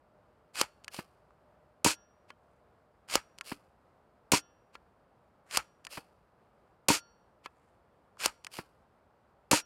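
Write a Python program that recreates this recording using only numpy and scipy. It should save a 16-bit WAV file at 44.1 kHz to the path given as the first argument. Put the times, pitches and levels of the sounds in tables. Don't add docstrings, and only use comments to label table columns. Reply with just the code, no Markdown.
import sys
import numpy as np
from scipy import signal
from scipy.fft import rfft, irfft
from scipy.io import wavfile
from scipy.ndimage import uniform_filter1d

SR = 44100
rng = np.random.default_rng(int(sys.argv[2]) if len(sys.argv) > 2 else 0)


def unload_audio(sound):
    columns = np.transpose(np.atleast_2d(sound))
    steps = np.round(np.clip(columns, -1, 1) * 32767)
    wavfile.write(sys.argv[1], SR, steps.astype(np.int16))


N = 425565


def gain_of(db):
    return 10 ** (np.asarray(db) / 20)


def unit_level(x):
    return x / np.sqrt(np.mean(x ** 2) + 1e-20)


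def level_at(tone, hz):
    f, db = np.transpose(tone)
    return np.interp(np.log(hz + 1), np.log(f + 1), db)


def add(mix, start, sound):
    part = mix[max(round(start * SR), 0):][:len(sound)]
    part += sound[:len(part)]


def burst(hold, fall, tail_db=-26, tail=0.008, rise=0.00068):
    t = np.arange(SR // 10) / SR
    level = np.exp(-np.maximum(t - hold, 0) / fall) + gain_of(tail_db) * np.exp(-t / tail)
    level *= 1 - np.exp(-t / rise)
    chatter = rng.standard_normal(len(t)) * level
    flat = irfft(np.exp(1j * np.angle(rfft(chatter))), len(t))
    flat_level = np.sqrt(abs(uniform_filter1d(flat ** 2, size=64)) + 1e-15)
    return level * flat / flat_level


def stroke(rise, hold, fade_db_per_s, curve=1.3, tail_db=-30, tail_db_per_s=110):
    t = np.arange(SR // 2) / SR
    build = np.minimum(t / rise, 1) ** curve
    fading = np.maximum(t - rise - hold, 0)
    return build * (gain_of(-fade_db_per_s * fading) + gain_of(tail_db - tail_db_per_s * fading))


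def rub(force, slips_per_s, spread_db=2.5, hiss=0.39, uneven_db=1.9):
    noise, sign, grab = rng.standard_normal((3, SR))
    sizes = gain_of(spread_db * np.minimum(rng.exponential(1, SR), 3))
    slips = np.sign(sign) * sizes * (rng.random(SR) < slips_per_s / SR)
    grab_db = uneven_db * unit_level(uniform_filter1d(grab, size=140))
    friction = (unit_level(slips) + hiss * noise) * gain_of(grab_db)
    return unit_level(friction)[:len(force)] * force


def ring(notes, scatter_db=0, detune=0, low_hz=115):
    t = np.arange(SR) / SR
    motion = np.zeros(SR)
    for hz, db, ring_s in notes:
        level_luck, pitch_luck = rng.standard_normal(2)
        level = gain_of(db + scatter_db * level_luck) * np.exp(-np.log(1000) * t / ring_s)
        motion += level * np.sin(2 * np.pi * hz * (1 + detune * pitch_luck) * t)
    return signal.sosfilt(signal.butter(2, low_hz, "highpass", fs=SR, output="sos"), motion)


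# f/Hz, width/Hz, level/dB
WALL_BANDS = [(1520, 65, 0), (2210, 240, 2.5), (2540, 140, 2.5), (2760, 140, -1), (4280, 310, 3.5),
              (4720, 160, 3.5), (5160, 180, 1.5), (7240, 270, 2), (6960, 390, 2.5), (7600, 200, 1.5),
              (8500, 260, 3), (9350, 160, 3.5)]

def colour(x, tone, peak_hz=1000, peak_db=0, octaves=0.9, size=4096):
    hz = abs(np.fft.fftfreq(size, 1 / SR))
    db = level_at(tone, hz) + peak_db * np.exp(-(np.log2((hz + 1) / peak_hz) / octaves) ** 2)
    db += sum(boost / (1 + (2 * (hz - centre) / width) ** 2) for centre, width, boost in WALL_BANDS)
    response = np.exp(np.conj(signal.hilbert(np.log(gain_of(db)))))
    taps = np.fft.ifft(response).real[:size // 2]
    return signal.fftconvolve(x, taps / np.linalg.norm(taps))


# f/Hz, level/dB
AIR_TONE = [(15, -49.5), (30, -19.5), (55, -1.5), (127, -5), (185, -5), (290, -9.5), (503, -5.5), (714, -6),
            (1330, -12), (1840, -21), (3700, -33), (4800, -33.5), (6100, -41), (9300, -39), (10700, -43.5),
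            (13600, -43), (16000, -55)]
# t/s, level/dB
HUM_LEVELS = [(0, -74), (1.1, -79), (1.6, -72), (2.5, -75.5), (4.6, -88)]

def outdoors():
    t, hz = np.arange(N) / SR, np.fft.rfftfreq(N, 1 / SR)
    wash_db, hum_hz, hum_width_hz = -67, 606, 22
    shapes = gain_of(level_at(AIR_TONE, hz)), np.exp(-hz / 6), np.exp(-((hz - hum_hz) / hum_width_hz) ** 2)
    wash, sway, hum = (unit_level(irfft(rfft(rng.standard_normal(N)) * shape, N)) for shape in shapes)
    hum_db = np.interp(t, *np.transpose(HUM_LEVELS))
    return wash * gain_of(wash_db + 0.5 * sway) + hum * gain_of(hum_db)


# t/s, length/s, level/dB
HAND_SHIFTS = [(2.33, 0.35, -87.5), (5.455, 0.1, -65), (7.439, 0.39, -81)]
# f/Hz, level/dB
SKIN_TONE = [(200, -16), (1500, 15), (4500, -4), (9000, 0), (12000, -8), (16000, -22)]

def hand():
    out = np.zeros(N)
    pull_brushes = [(latch - 0.064, 0.17, -72.5) for latch, *_ in SLIDE_PULLS]
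    for start, length, db in HAND_SHIFTS + pull_brushes:
        swell = np.sin(np.pi * np.arange(0, length, 1 / SR) / length)
        brush = rub(swell, slips_per_s=900, spread_db=6, hiss=0.9, uneven_db=2.5)
        add(out, start, gain_of(db) * colour(brush, SKIN_TONE))
    return out


# t/s, level/dB
TRIGGER_CLICKS = [(2.3027, -46), (4.752, -45), (7.4588, -39)]
# f/Hz, level/dB
SCRAPE_TONE = [(40, -20), (250, -9), (600, -2.5), (1300, 4), (1900, -1), (2700, 4), (3800, -3.5), (4900, 1),
               (6100, -6), (7300, -3), (10000, -6), (13000, -13), (16000, -25)]
TRIGGER_TONE = [(40, -43), (200, -45), (400, -33), (750, 0), (1100, 13.5), (1700, -2.5), (2200, 3),
                (3300, -2), (3750, -12), (4200, -8), (7000, -18.5), (16000, -31)]
# f/Hz, level/dB, ring time/s
GRIP_NOTES = [(226, -19.5, 0.0045), (365, -5, 0.013), (536, -4.5, 0.021), (717.2, -10.5, 0.0079),
              (1110, -11.5, 0.017)]
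CHAMBER_NOTES = [(1060, -16, 0.052), (1380, -10, 0.052), (1703, -13.5, 0.055), (1900, -13.5, 0.033)]

def trigger():
    out = np.zeros(N)
    force = stroke(rise=0.034, hold=0.00068, fade_db_per_s=2500, curve=3.2, tail_db=-29, tail_db_per_s=200)
    for at, db in TRIGGER_CLICKS:
        scrape = colour(rub(force, slips_per_s=2500, hiss=0.7), SCRAPE_TONE, peak_hz=2400, peak_db=7.5)
        add(out, at - 0.039, gain_of(db - 15.5) * scrape)
        hit = burst(hold=0.0032, fall=0.0014, tail_db=-13, tail=0.01, rise=0.00032)
        add(out, at, gain_of(db) * colour(hit, TRIGGER_TONE, peak_hz=4200, peak_db=2.5))
        add(out, at + 0.00202, gain_of(db - 1) * ring(GRIP_NOTES, low_hz=330))
        add(out, at + 0.00188, gain_of(db + 5) * ring(CHAMBER_NOTES, scatter_db=0.5, detune=0.022))
    return out


# f/Hz, level/dB
CLICK_TONE = [(40, -8.5), (200, -2), (400, -9.5), (1000, 0), (1900, -3.5), (3000, 5), (3700, -3.5),
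              (4700, 1.5), (6500, -1.5), (9000, -4), (12000, -12), (16000, -26)]

def click(db, peak_hz, peak_db):
    hit = burst(hold=0.0012, fall=0.0014, tail_db=-17.5, tail=0.0046)
    return gain_of(db) * colour(hit, CLICK_TONE, peak_hz, peak_db)


# t/s, level/dB, peak f/Hz, peak boost/dB
PLASTIC_SNAGS = [(0.606, -28, 4010, 7), (1.306, -58, 1210, 33), (3.086, -45, 1200, 13.5),
                 (3.139, -27.5, 4980, 3), (3.148, -29, 2790, 5), (8.17, -50.5, 1160, 33.5)]

def snags():
    out = np.zeros(N)
    for at, db, peak_hz, peak_db in PLASTIC_SNAGS:
        add(out, at, click(db, peak_hz, peak_db))
    return out


# t/s, tick level/dB, wait for the clack/s, clack level/dB
CATCH_DROPS = [(0.844, -43, 0.036, -33.5), (3.385, -41.5, 0.025, -32.5), (5.8494, -39.5, .0184, -35),
               (8.446, -37.5, 0.021, -33.5)]

def catches():
    out = np.zeros(N)
    for at, tick_db, wait, clack_db in CATCH_DROPS:
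        add(out, at - 0.0058, click(db=-60, peak_hz=4000, peak_db=1))
        add(out, at, click(tick_db, peak_hz=3020, peak_db=1))
        add(out, at + wait, click(clack_db, peak_hz=1625, peak_db=14))
        add(out, at + wait, gain_of(clack_db - 4) * ring(CHAMBER_NOTES, scatter_db=4, detune=0.018))
    return out


# t/s, knock level/dB, thud delay/s, then level/dB of thud, glide and bump
SLIDE_RETURNS = [(0.9875, -38, 0.00065, -28, -48.5, -37), (3.516, -36, 0.0043, -28.5, -49, -58),
                 (5.9716, -37.5, 0.00544, -34, -49, -43.5), (8.586, -36.5, 0.003, -33, -49.5, -48)]
# f/Hz, level/dB
GLIDE_TONE = [(40, -27), (250, -8), (560, 5.5), (900, -3), (1300, 4.5), (2000, -1), (2750, 10), (3650, -1),
              (4800, 5), (6700, -4), (9800, 0.5), (13000, -4.5), (16000, -15)]
KNOCK_TONE = [(40, -6), (130, 0.5), (280, 6), (600, 0), (950, 4.5), (2000, -3.5), (2800, -9), (3600, -18),
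              (4800, -11), (7000, -65), (16000, -27)]
# f/Hz, level/dB, ring time/s
SHELL_NOTES = [(206, -5, .045), (293, -4, 0.072), (310, -11.5, 0.13), (402, 0, 0.04), (605, -13, 0.04),
               (817, -12, 0.035), (941.3, 1, 0.057), (1015, -6.5, 0.017), (1300, -12.5, 0.0088),
               (1466, -13, 0.052)]

def slide_return():
    out = np.zeros(N)
    force = stroke(rise=0.042, hold=0.057, fade_db_per_s=680, curve=2.1, tail_db=-23, tail_db_per_s=87)
    held_shell = [(hz, db, ring_s * 0.53) for hz, db, ring_s in SHELL_NOTES[:2]]
    for at, knock_db, delay, thud_db, glide_db, bump_db in SLIDE_RETURNS:
        glide = rub(force, slips_per_s=1400, spread_db=3.5, hiss=0.63, uneven_db=1.5)
        add(out, at - 0.09, gain_of(glide_db) * colour(glide, GLIDE_TONE))
        add(out, at - 0.044, click(bump_db, peak_hz=835, peak_db=14))
        knock = burst(hold=0.0051, fall=0.0056, tail_db=-16.5, tail=0.033)
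        add(out, at, gain_of(knock_db) * colour(knock, KNOCK_TONE))
        add(out, at + delay, -gain_of(thud_db) * ring(held_shell, detune=0.078))
    return out


# f/Hz, ring time/s
SPRING_NOTES = [(1392, .42), (4445, .55), (5706, .53)]
# f/Hz, level/dB, ring time/s
SPRING_LESSER_NOTES = [(1653, -10, .6), (1760, -18, 1.0), (2562, -21, .6), (2735, -19, .9),
                       (3042, -12.5, .55), (3429, -11, .45), (3833, -16, .38)]

def spring(main_dbs, lesser_db):
    notes = [(hz, db, ring_s) for (hz, ring_s), db in zip(SPRING_NOTES, main_dbs)]
    wavering = ring(notes) + gain_of(-12) * ring(notes, detune=0.002)
    return wavering + gain_of(lesser_db) * ring(SPRING_LESSER_NOTES, scatter_db=2)


# t/s, level/dB of latch, thud, scrape and shudder,
# time from picking up the plunger to the latch/s, level/dB of each main spring note
SLIDE_PULLS = [(0.6123, -14.5, -18.5, -32.5, -40.5, 0.057, -63, -67.5, -74.5),
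               (3.1537, -14, -15, -33, -38.5, 0.055, -69, -72, -62.5),
               (5.5713, -14.5, -23.5, -33.5, -40, .061, -65, -75, -66),
               (8.258, -14.5, -23.5, -31.5, -41.5, .056, -64, -68, -66)]
# f/Hz, level/dB
LATCH_TONE = [(40, -20), (130, -18), (330, -10.5), (620, -4), (850, 5), (1300, 5.5), (1900, -7.5),
              (3000, 4.5), (3800, -6), (4900, 4), (8000, -3.5), (11000, -4), (16000, -20.5)]
SHUDDER_TONE = [(25, -11), (60, -2.5), (200, -13.5), (600, -9.5), (760, -8), (880, 1.5), (1080, -6.5),
                (1270, 3.5), (1700, -7), (2700, -8), (3800, -21.5), (4600, -14.5), (8000, -24),
                (16000, -43)]

def slide_pull():
    out = np.zeros(N)
    pull = stroke(rise=0.07, hold=0.0014, fade_db_per_s=520, curve=1.7, tail_db=-36.5, tail_db_per_s=90.5)
    shake = stroke(rise=0.00066, hold=0.019, fade_db_per_s=680, tail_db_per_s=99)
    for at, latch_db, thud_db, scrape_db, shudder_db, pickup_lead, *spring_dbs in SLIDE_PULLS:
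        scrape = rub(pull, slips_per_s=3800, spread_db=3, hiss=0.87, uneven_db=2)
        add(out, at - 0.081, gain_of(scrape_db) * colour(scrape, SCRAPE_TONE))
        add(out, at - pickup_lead, click(db=-37.5, peak_hz=2400, peak_db=7))
        latch = burst(hold=0.0022, fall=0.0015, tail_db=-29.5, tail=0.006)
        add(out, at, gain_of(latch_db) * colour(latch, LATCH_TONE))
        add(out, at + 0.0018, -gain_of(thud_db) * ring(GRIP_NOTES, detune=0.012, low_hz=235))
        shudder = rub(shake, slips_per_s=3800, hiss=0.96)
        add(out, at + 0.004, gain_of(shudder_db) * colour(shudder, SHUDDER_TONE))
        add(out, at, spring(spring_dbs, lesser_db=-62))
    return out


# f/Hz, level/dB
RATTLE_TONE = [(40, -11), (200, -9), (500, -3), (1000, -0.5), (1400, 3.5), (1900, -2), (2650, 4.5),
               (3700, -3), (4700, 1.5), (7000, -0.5), (9500, -4), (12000, -10), (16000, -25.5)]

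def spring_rattle(length, rise=0.0093, settle=0.0056):
    t = np.arange(SR // 4) / SR
    time_left = settle * np.logaddexp(0, (length - t) / settle)
    force = (1 - np.exp(-t / rise)) * time_left / length
    return colour(rub(force, slips_per_s=5000, spread_db=0.36, hiss=0.9, uneven_db=1.3), RATTLE_TONE)


# t/s, crack level/dB, plunger travel/s, thump level/dB, rattle level/dB,
# rattle length/s, level/dB of each main spring note
SHOT_EVENTS = [(1.8449, -19.5, 0.017, -18.5, -23, 0.1, -49, -69.5, -49.5),
               (4.3180, -18.5, .0168, -18, -22, 0.08, -50, -68.5, -53),
               (6.8841, -18, .0185, -17.5, -23, 0.11, -39.5, -52.5, -49.5),
               (9.512, -18.5, 0.019, -17.5, -22.5, 0.1, -49, -67, -47.5)]
# f/Hz, level/dB
CRACK_TONE = [(40, -18.5), (200, -11.5), (600, -2.5), (1200, 0), (1900, -9), (2550, 3.5), (3500, -5),
              (4800, -3), (7500, -0.5), (10000, -4), (13000, -11), (16000, -19.5)]

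def firing():
    out = np.zeros(N)
    for at, crack_db, travel, thump_db, rattle_db, rattle_s, *spring_dbs in SHOT_EVENTS:
        crack = burst(hold=0.0042, fall=0.003, tail_db=-25.5, tail=0.0087, rise=0.00017)
        add(out, at, gain_of(crack_db) * colour(crack, CRACK_TONE))
        kick = ring(GRIP_NOTES, scatter_db=1.5, detune=0.016)
        add(out, at + 0.0056, -gain_of(thump_db + 3) * kick)
        blows = [(travel, SHELL_NOTES, 0.6, -9), (travel + 0.009, GRIP_NOTES, -2, -6)]
        for delay, notes, blow_db, clack_db in blows:
            add(out, at + delay, -gain_of(thump_db + blow_db) * ring(notes, scatter_db=2, detune=0.011))
            clack = colour(burst(hold=0.00097, fall=0.0015), CRACK_TONE)
            add(out, at + delay + 0.0009, gain_of(crack_db + clack_db) * clack)
        add(out, at, gain_of(rattle_db) * spring_rattle(rattle_s))
        add(out, at, spring(spring_dbs, lesser_db=-53))
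    return out


def scene():
    return (outdoors() + hand() + trigger() + snags() + catches()
            + slide_return() + slide_pull() + firing())[None]


def record(dry):
    ceiling, top_hz = 0.28, 16000
    rounded = dry / (1 + (dry / ceiling) ** 4) ** (1 / 4)
    lowpass = signal.firwin(511, top_hz, window=("kaiser", 9), fs=SR)
    return signal.oaconvolve(rounded, lowpass[None], "same")


dry = scene()
out = record(dry)
unload_audio(out)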